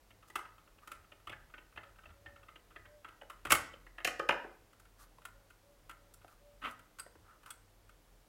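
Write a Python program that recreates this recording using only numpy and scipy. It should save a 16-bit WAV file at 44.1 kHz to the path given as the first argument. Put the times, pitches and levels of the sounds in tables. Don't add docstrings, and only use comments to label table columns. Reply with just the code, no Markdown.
import sys
import numpy as np
from scipy import signal
from scipy.fft import rfft, irfft
from scipy.io import wavfile

SR = 44100
rng = np.random.default_rng(int(sys.argv[2]) if len(sys.argv) > 2 else 0)


def unload_wav(signal):
    wavfile.write(
        sys.argv[1],
        SR,
        np.round(np.clip(np.atleast_2d(signal).T, -1, 1) * 32767).astype(np.int16),
    )


N = 365148

# frequency in Hz, width in Hz, relative level in dB.
SHELL_MODES = [(304.4, 38, -1.5), (435.5, 41, -4.5), (588, 130, -10.5), (1017, 6.3, -7), (1252, 30, -4),
               (1602, 88, -6.5), (1965, 170, -15.5), (2207, 41, -2.5), (2576, 280, -9.5), (3226, 110, -5),
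               (3310, 95, -12), (5150, 200, -6.5), (7420, 1800, -16.5), (9030, 650, -2), (10800, 2200, -17),
               (13000, 920, -8)]


def from_db(db):
    return 10 ** (np.asarray(db) / 20)


def rms_one(x):
    return x / np.sqrt(np.mean(x ** 2) + 1e-30)


def at_level(x, db):
    return from_db(db) * x / np.sqrt(np.sum(x ** 2) / (.013 * SR) + 1e-30)


def band(x, low_hz, high_hz, order=2):
    sos = signal.butter(order, [low_hz, min(high_hz, .45 * SR)], "band", fs=SR, output="sos")
    return signal.sosfilt(sos, x)


def resonate(x, hz, width_hz):
    r = np.exp(-np.pi * width_hz / SR)
    feedback = [1, -2 * r * np.cos(2 * np.pi * hz / SR), r * r]
    return signal.lfilter(np.array([1, 0, -1]) * (1 - r * r) / 2, feedback, x + 1e-18)


def body(x, modes):
    return sum((-1) ** k * from_db(db) * resonate(x, hz, width)
               for k, (hz, width, db) in enumerate(modes))


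def add(track, s, sound):
    start = max(round(s * SR), 0)
    track[..., start:start + sound.shape[-1]] += sound[..., :N - start]


def with_room(sound, room_db):
    return np.outer([1, from_db(room_db)], sound)


def grains(size, spread_db):
    noise = rng.standard_normal(size)
    strength = from_db(spread_db * np.clip(rng.standard_normal(size), -2, 2))
    return rms_one(noise * strength)


def slip(rise_s, hold_s, fade_s):
    t = np.arange(6000) / SR
    envelope = np.minimum(t / rise_s, 1) * np.exp(-np.maximum(t - hold_s, 0) / fade_s)
    return grains(len(t), spread_db=3.5) * envelope


def voiced(ringing, levels_db):
    edges = [285, 950, 1700, 3300, 15500]
    return sum(at_level(band(ringing, low, high, order=3), db)
               for low, high, db in zip(edges, edges[1:], levels_db))


def shell_hit(levels_db, ring_hz):
    force = slip(rise_s=.0018, hold_s=.0048, fade_s=.0053)
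    ringing = body(force, SHELL_MODES) + resonate(force, ring_hz, width_hz=100) + from_db(-13.5) * force
    bounce = at_level(band(force, 72, 83), levels_db[0] - 13)
    return voiced(ringing, levels_db) + bounce


def room(x):
    # frequency in Hz, seconds to fall 60 dB, relative level in dB.
    reverberation = [(100, 0.49, 1.5), (197, 0.83, -4), (447, 0.4, 1.5), (879.6, 0.44, 1),
                     (1340, .48, -8.5), (1740, .48, 3), (2500, 0.4, -8.5), (4970, 0.43, -4),
                     (9000, 0.29, -4), (15000, 0.17, 0.5)]
    # delay in seconds, gain.
    reflections = [(0.0172, 0.18), (0.033, 0.2)]
    t = np.arange(SR) / SR
    hz, t60, db = np.transpose(reverberation)
    edges = np.geomspace(70, 17000, 25)
    tail = 0
    for low, high in zip(edges, edges[1:]):
        log_centre = np.log(low * high) / 2
        decay_s = np.interp(log_centre, np.log(hz), t60)
        level_db = np.interp(log_centre, np.log(hz), db)
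        noise = rms_one(band(rng.standard_normal(SR), low, high)) * np.sqrt(2 * (high - low) / SR)
        tail = tail + noise * from_db(level_db - 60 * t / decay_s)
    onset = np.clip((t - .004) / .0014, 0, 1)
    response = tail * onset * from_db(-30)
    for delay_s, gain in reflections:
        add(response, delay_s, np.array([gain]))
    return signal.fftconvolve(x, response)[:N]


def room_tone():
    # frequency in Hz, relative density in dB.
    air_spectrum = [(15, -31.5), (25, 7), (49, 1), (69, -20), (101, -11.5), (126, -17), (340, -19),
                    (445, -18), (495, -17.5), (537, -17.5), (871, -21.5), (945, -21.5), (2420, -28.5),
                    (11200, -35), (15500, -35.5)]
    # frequency in Hz, width in Hz, level in dB.
    drone_tones = [(40.8, 3.7, -69), (99.4, 4, -76), (152, 4, -85), (310, 6.9, -85.5), (11340, 300, -92)]
    air_hz, air_db = np.transpose(air_spectrum)
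    hz = np.maximum(np.arange(N // 2 + 1) * SR / N, 1)
    colour = from_db(np.interp(np.log(hz), np.log(air_hz), air_db))
    air = irfft(rfft(rng.standard_normal(N)) * colour, N)
    air = air / np.std(band(air, 150, 15500))
    drone = 0
    for tone_hz, width_hz, db in drone_tones:
        tone = resonate(rng.standard_normal(N), tone_hz, width_hz)
        drone = drone + from_db(db) * rms_one(resonate(tone, tone_hz, width_hz))
    return from_db(-69.5) * band(air, 56, 19000) + drone


def coos():
    # start in seconds, length in seconds, top pitch in Hz, relative level in dB.
    notes = [(1.841, 0.068, 564, -61.5), (2.135, 0.34, 571.4, -60), (2.865, .16, 598, -59),
             (5.333, 0.12, 563, -64), (5.624, 0.18, 573, -63), (5.852, 0.36, 569, -66.5),
             (6.399, 0.15, 582, -62.5)]
    out = np.zeros(N)
    for s, length, hz, db in notes:
        arch = np.sin(np.linspace(0, np.pi, round(length * SR))).clip(0)
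        pitch_hz = hz * (1 + .025 * (arch - 1))
        phase = 2 * np.pi * np.cumsum(pitch_hz) / SR
        add(out, s, from_db(db) * np.sqrt(2 * arch) * np.sin(phase))
    return out


def hand_rumble():
    # start in seconds, level at the top of the swell in dB.
    rocks = [(0.91, -69), (1.27, -58.5), (1.75, -58), (2.04, -60), (2.25, -65), (2.76, -64), (3.43, -50.5),
             (4.03, -64), (7.15, -66.5)]
    rise_s, fade_s, holding_db = .035, .09, -81.5
    t = np.arange(SR) / SR
    swell = np.minimum(t / rise_s, 1) * np.exp(-np.maximum(t - rise_s, 0) / fade_s)
    effort = np.full(N, from_db(holding_db))
    for s, db in rocks:
        add(effort, s, from_db(db) * swell)
    return effort * rms_one(band(rng.standard_normal(N), 48, 100))


def rubs():
    # middle in seconds, length in seconds, shell level in dB, hiss level in dB.
    strokes = [(0.286, 0.023, -68, -66), (0.836, 0.042, -61.5, -76), (3.515, 0.038, -37.5, -40),
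               (5.019, 0.082, -62.5, -64), (6.317, 0.075, -66.5, -73.5), (6.678, 0.15, -56, -67),
               (7.309, .16, -64, -84.5), (7.483, 0.064, -57, -70)]
    out = np.zeros(N)
    for s, length, shell_db, hiss_db in strokes:
        friction = grains(N // 8, spread_db=10)[:round(length * SR)]
        shell = from_db(shell_db) * rms_one(band(resonate(friction, hz=1270, width_hz=160), 540, 3200))
        hiss = from_db(hiss_db) * rms_one(band(friction, 2700, 14000))
        add(out, s - length / 2, (shell + hiss) * np.sqrt(np.hanning(len(shell))))
    return out


def wire_squeaks():
    # start in seconds, level in dB, lowest ring in Hz.
    squeaks = [(6.9955, -46, 4810), (7.504, -49, 3340)]
    # frequency in Hz, width in Hz, relative level in dB.
    fitting_modes = [(8220, 200, 5), (9400, 240, -5), (9970, 240, -3.5), (13200, 550, -18)]
    out = np.zeros(N)
    for s, db, ring_hz in squeaks:
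        force = slip(rise_s=.0013, hold_s=.0012, fade_s=.0062)
        ring = from_db(4.5) * resonate(force, ring_hz, width_hz=82)
        hiss = from_db(-25) * band(force, 8700, 10600)
        add(out, s, at_level(body(force, fitting_modes) + ring + hiss, db))
    return out


def finger_taps():
    # start in seconds, base level in dB, main ring in Hz.
    taps = [(3.219, -53, 560), (3.232, -57.5, 556), (3.738, -57, 540), (5.184, -57.5, 1064),
            (6.245, -56, 703), (7.063, -56, 720), (7.154, -59.5, 1360)]
    # Thud, knock, bite and crack in dB relative to the base level.
    colour_db = [-0.5, -4.5, -14.5, -22.5]
    out = np.zeros((2, N))
    for s, db, ring_hz in taps:
        force = slip(rise_s=.0003, hold_s=.00038, fade_s=.0016)
        ring = resonate(force, ring_hz, width_hz=96)
        ringing = body(force, SHELL_MODES) + ring + from_db(-13) * force
        add(out, s, with_room(voiced(ringing, db + np.array(colour_db)), room_db=-8.5))
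    return out


def wire_ticks():
    # start in seconds, knock level in dB, crack in dB relative to the knock.
    ticks = [(4.728, -65, -10), (4.796, -65.5, -2), (4.851, -65, -13), (5.2168, -64, -14),
             (5.2507, -46.5, -8), (5.5004, -59.5, -12.5), (5.8931, -49, -12), (5.9078, -52.5, -13),
             (6.1373, -66.5, 7), (6.214, -66.5, -13), (6.2773, -63, -10), (6.708, -66, 3),
             (6.791, -59.5, -10), (6.985, -53.5, -6), (6.9942, -49.5, -5), (7.4308, -62.5, -10),
             (7.4589, -55, -8), (7.5034, -51.5, -2), (7.891, -61, -11)]
    thud_db, bite_db = -17, -5.5
    out = np.zeros((2, N))
    for s, db, crack_db in ticks:
        levels_db = db + np.array([thud_db, 0, bite_db, crack_db])
        add(out, s, with_room(shell_hit(levels_db, ring_hz=1358), room_db=-7))
    return out


def shell_creak():
    start_s, peak_s, interval_s = 6.615, 6.649, .0097
    rise_db_per_s, fall_db_per_s = 484, 328
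    colour_db = np.array([-12.5, 1, -4.5, -31])
    out = np.zeros((2, N))
    for k in range(8):
        s = start_s + interval_s * (k + rng.uniform(-.11, .12))
        db = -37.5 - max(rise_db_per_s * (peak_s - s), fall_db_per_s * (s - peak_s))
        flex = slip(rise_s=.0019, hold_s=.003, fade_s=.0041)
        groan = at_level(resonate(flex, hz=249, width_hz=32), db - 19)
        add(out, s, with_room(shell_hit(db + colour_db, ring_hz=1250) + groan, room_db=-7.5))
    return out


def board_snaps():
    # start in seconds, thud, knock, bite and crack levels in dB, main ring in Hz.
    snaps = [(3.45, -46, -39.5, -45, -54.5, 1340), (3.4667, -58, -45, -47.5, -60.5, 1190),
             (3.5036, -39.5, -31.5, -28.5, -36, 2230), (3.5185, -32.5, -21.5, -23, -24.5, 1210),
             (3.5483, -60, -37.5, -36, -40, 2000)]
    out = np.zeros((2, N))
    for s, *levels_db, ring_hz in snaps:
        force = slip(rise_s=.006, hold_s=.006, fade_s=.012)
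        thump = at_level(band(force, 70, 140), levels_db[0] - 8.5)
        add(out, s, with_room(shell_hit(levels_db, ring_hz) + thump, room_db=-6))
    return out


def tool_down():
    # start in seconds, thud, knock, bite and crack levels in dB, main ring in Hz.
    landings = [(4.0461, -36.5, -36, -30, -38, 1780), (4.072, -41, -35, -33.5, -42.5, 2860),
                (4.1929, -35, -31, -43.5, -56.5, 1200), (4.2883, -30, -26, -27.5, -46.5, 965),
                (4.3049, -40, -35, -34.5, -74, 2210), (4.4412, -47, -48.5, -70, -85, 1210)]
    # frequency in Hz, width in Hz, relative level in dB.
    tool_modes = [(292, 15, -14), (452, 110, -3.5), (554, 110, -5.5), (744, 130, -4.5), (1105, 52, -6.5),
                  (1240, 41, 11.5), (1473, 62, -2.5), (1602, 250, -2), (2076, 160, -13.5), (2410, 130, 2),
                  (2850, 170, -1.5), (3090, 29, -2.5), (5120, 350, -7.5), (5780, 300, -4), (6940, 740, -13),
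                  (8640, 450, -8), (11000, 410, -26.5)]
    out = np.zeros((2, N))
    for s, *levels_db, ring_hz in landings:
        force = band(slip(rise_s=.0007, hold_s=.0037, fade_s=.0041), 80, 11700)
        ring = from_db(-2) * resonate(force, ring_hz, width_hz=93)
        ringing = body(force, tool_modes) + ring + from_db(-14.5) * force
        thump = at_level(band(force, 120, 180), levels_db[0] - 22.5)
        add(out, s, with_room(voiced(ringing, levels_db) + thump, room_db=-3.5))
    return out


def blade_clicks():
    # start in seconds, base level in dB, crack offset in dB, main ring in Hz.
    clicks = [(0.1043, -62, -14, 2730), (0.2244, -61, -23, 1160), (0.2983, -55.5, -9, 1960),
              (0.3543, -35.5, -12.5, 1190), (0.3553, -47.5, -6, 2630), (0.3907, -54, -28, 1070),
              (0.451, -54.5, -30, 1060), (0.579, -61.5, -19, 1250), (0.673, -65, -34, 1240),
              (0.7817, -65, -23, 2550), (0.873, -50.5, -9.5, 1290), (0.9148, -45, -11.5, 1300),
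              (1.1179, -55.5, -30, 2720), (1.2701, -44.5, -22, 1280), (1.2939, -49.5, -13, 3290),
              (1.3176, -56.5, -15, 3160), (1.326, -47, -30, 1620), (1.537, -50, -33, 1410),
              (1.579, -54.5, -35, 2650), (1.7588, -57, -18, 2580), (1.7732, -45, -34, 1930),
              (1.832, -54, -23, 1260), (1.984, -58.5, -22, 1290), (2.034, -60, -27, 1270),
              (2.054, -55, -28, 2700), (2.1, -63, -26, 1290), (2.2585, -50.5, -38, 1830),
              (2.359, -58.5, -27, 1300), (2.4294, -61.5, -29, 1250), (2.483, -53, -28, 1240),
              (2.556, -55.5, -22, 2850), (2.703, -64, -23, 1300), (2.7592, -48.5, -38, 1900),
              (2.853, -57.5, -34, 1590), (3.0444, -48, -26, 1270), (3.0848, -54.5, -19, 1280),
              (3.2118, -56.5, -38, 2900), (3.2975, -47.5, -13, 1200), (3.734, -55.5, -26, 2980),
              (3.8638, -56, -20, 1945), (3.9807, -46, -26, 1910), (4.0007, -50, -28, 1870)]
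    shell_hz, thud_offset_db, bite_offset_db = 1305, -14.5, -6
    shift_db_per_octave = np.array([7, -3.5, 5, -1.5])
    turning_s, play_per_s = (.9, 2.8), 6
    play = [(s + rng.random() / play_per_s, -67 + 1.5 * rng.standard_normal(), -21, shell_hz)
            for s in np.arange(*turning_s, 1 / play_per_s)]
    out = np.zeros((2, N))
    for s, db, crack_db, ring_hz in clicks + play:
        octaves = np.log2(ring_hz / shell_hz)
        colour_db = np.array([thud_offset_db, 0, bite_offset_db, crack_db])
        levels_db = db + colour_db + octaves * shift_db_per_octave
        add(out, s, with_room(shell_hit(levels_db, ring_hz), room_db=-3.5 - 2.5 * octaves))
    return out


def scene():
    floor = room_tone() + hand_rumble()
    direct, to_room = (board_snaps() + tool_down() + wire_ticks()
                       + finger_taps() + shell_creak() + blade_clicks())
    friction = wire_squeaks() + rubs()
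    far = coos()
    reverb = room(to_room + from_db(-6.5) * friction + from_db(-12.5) * far)
    mono = direct + friction + from_db(-5.5) * far + reverb + floor
    return np.array([mono, mono])


def record(dry):
    return signal.sosfilt(signal.ellip(10, .1, 70, 15900, fs=SR, output="sos"), dry)


dry = scene()
out = record(dry)
unload_wav(out)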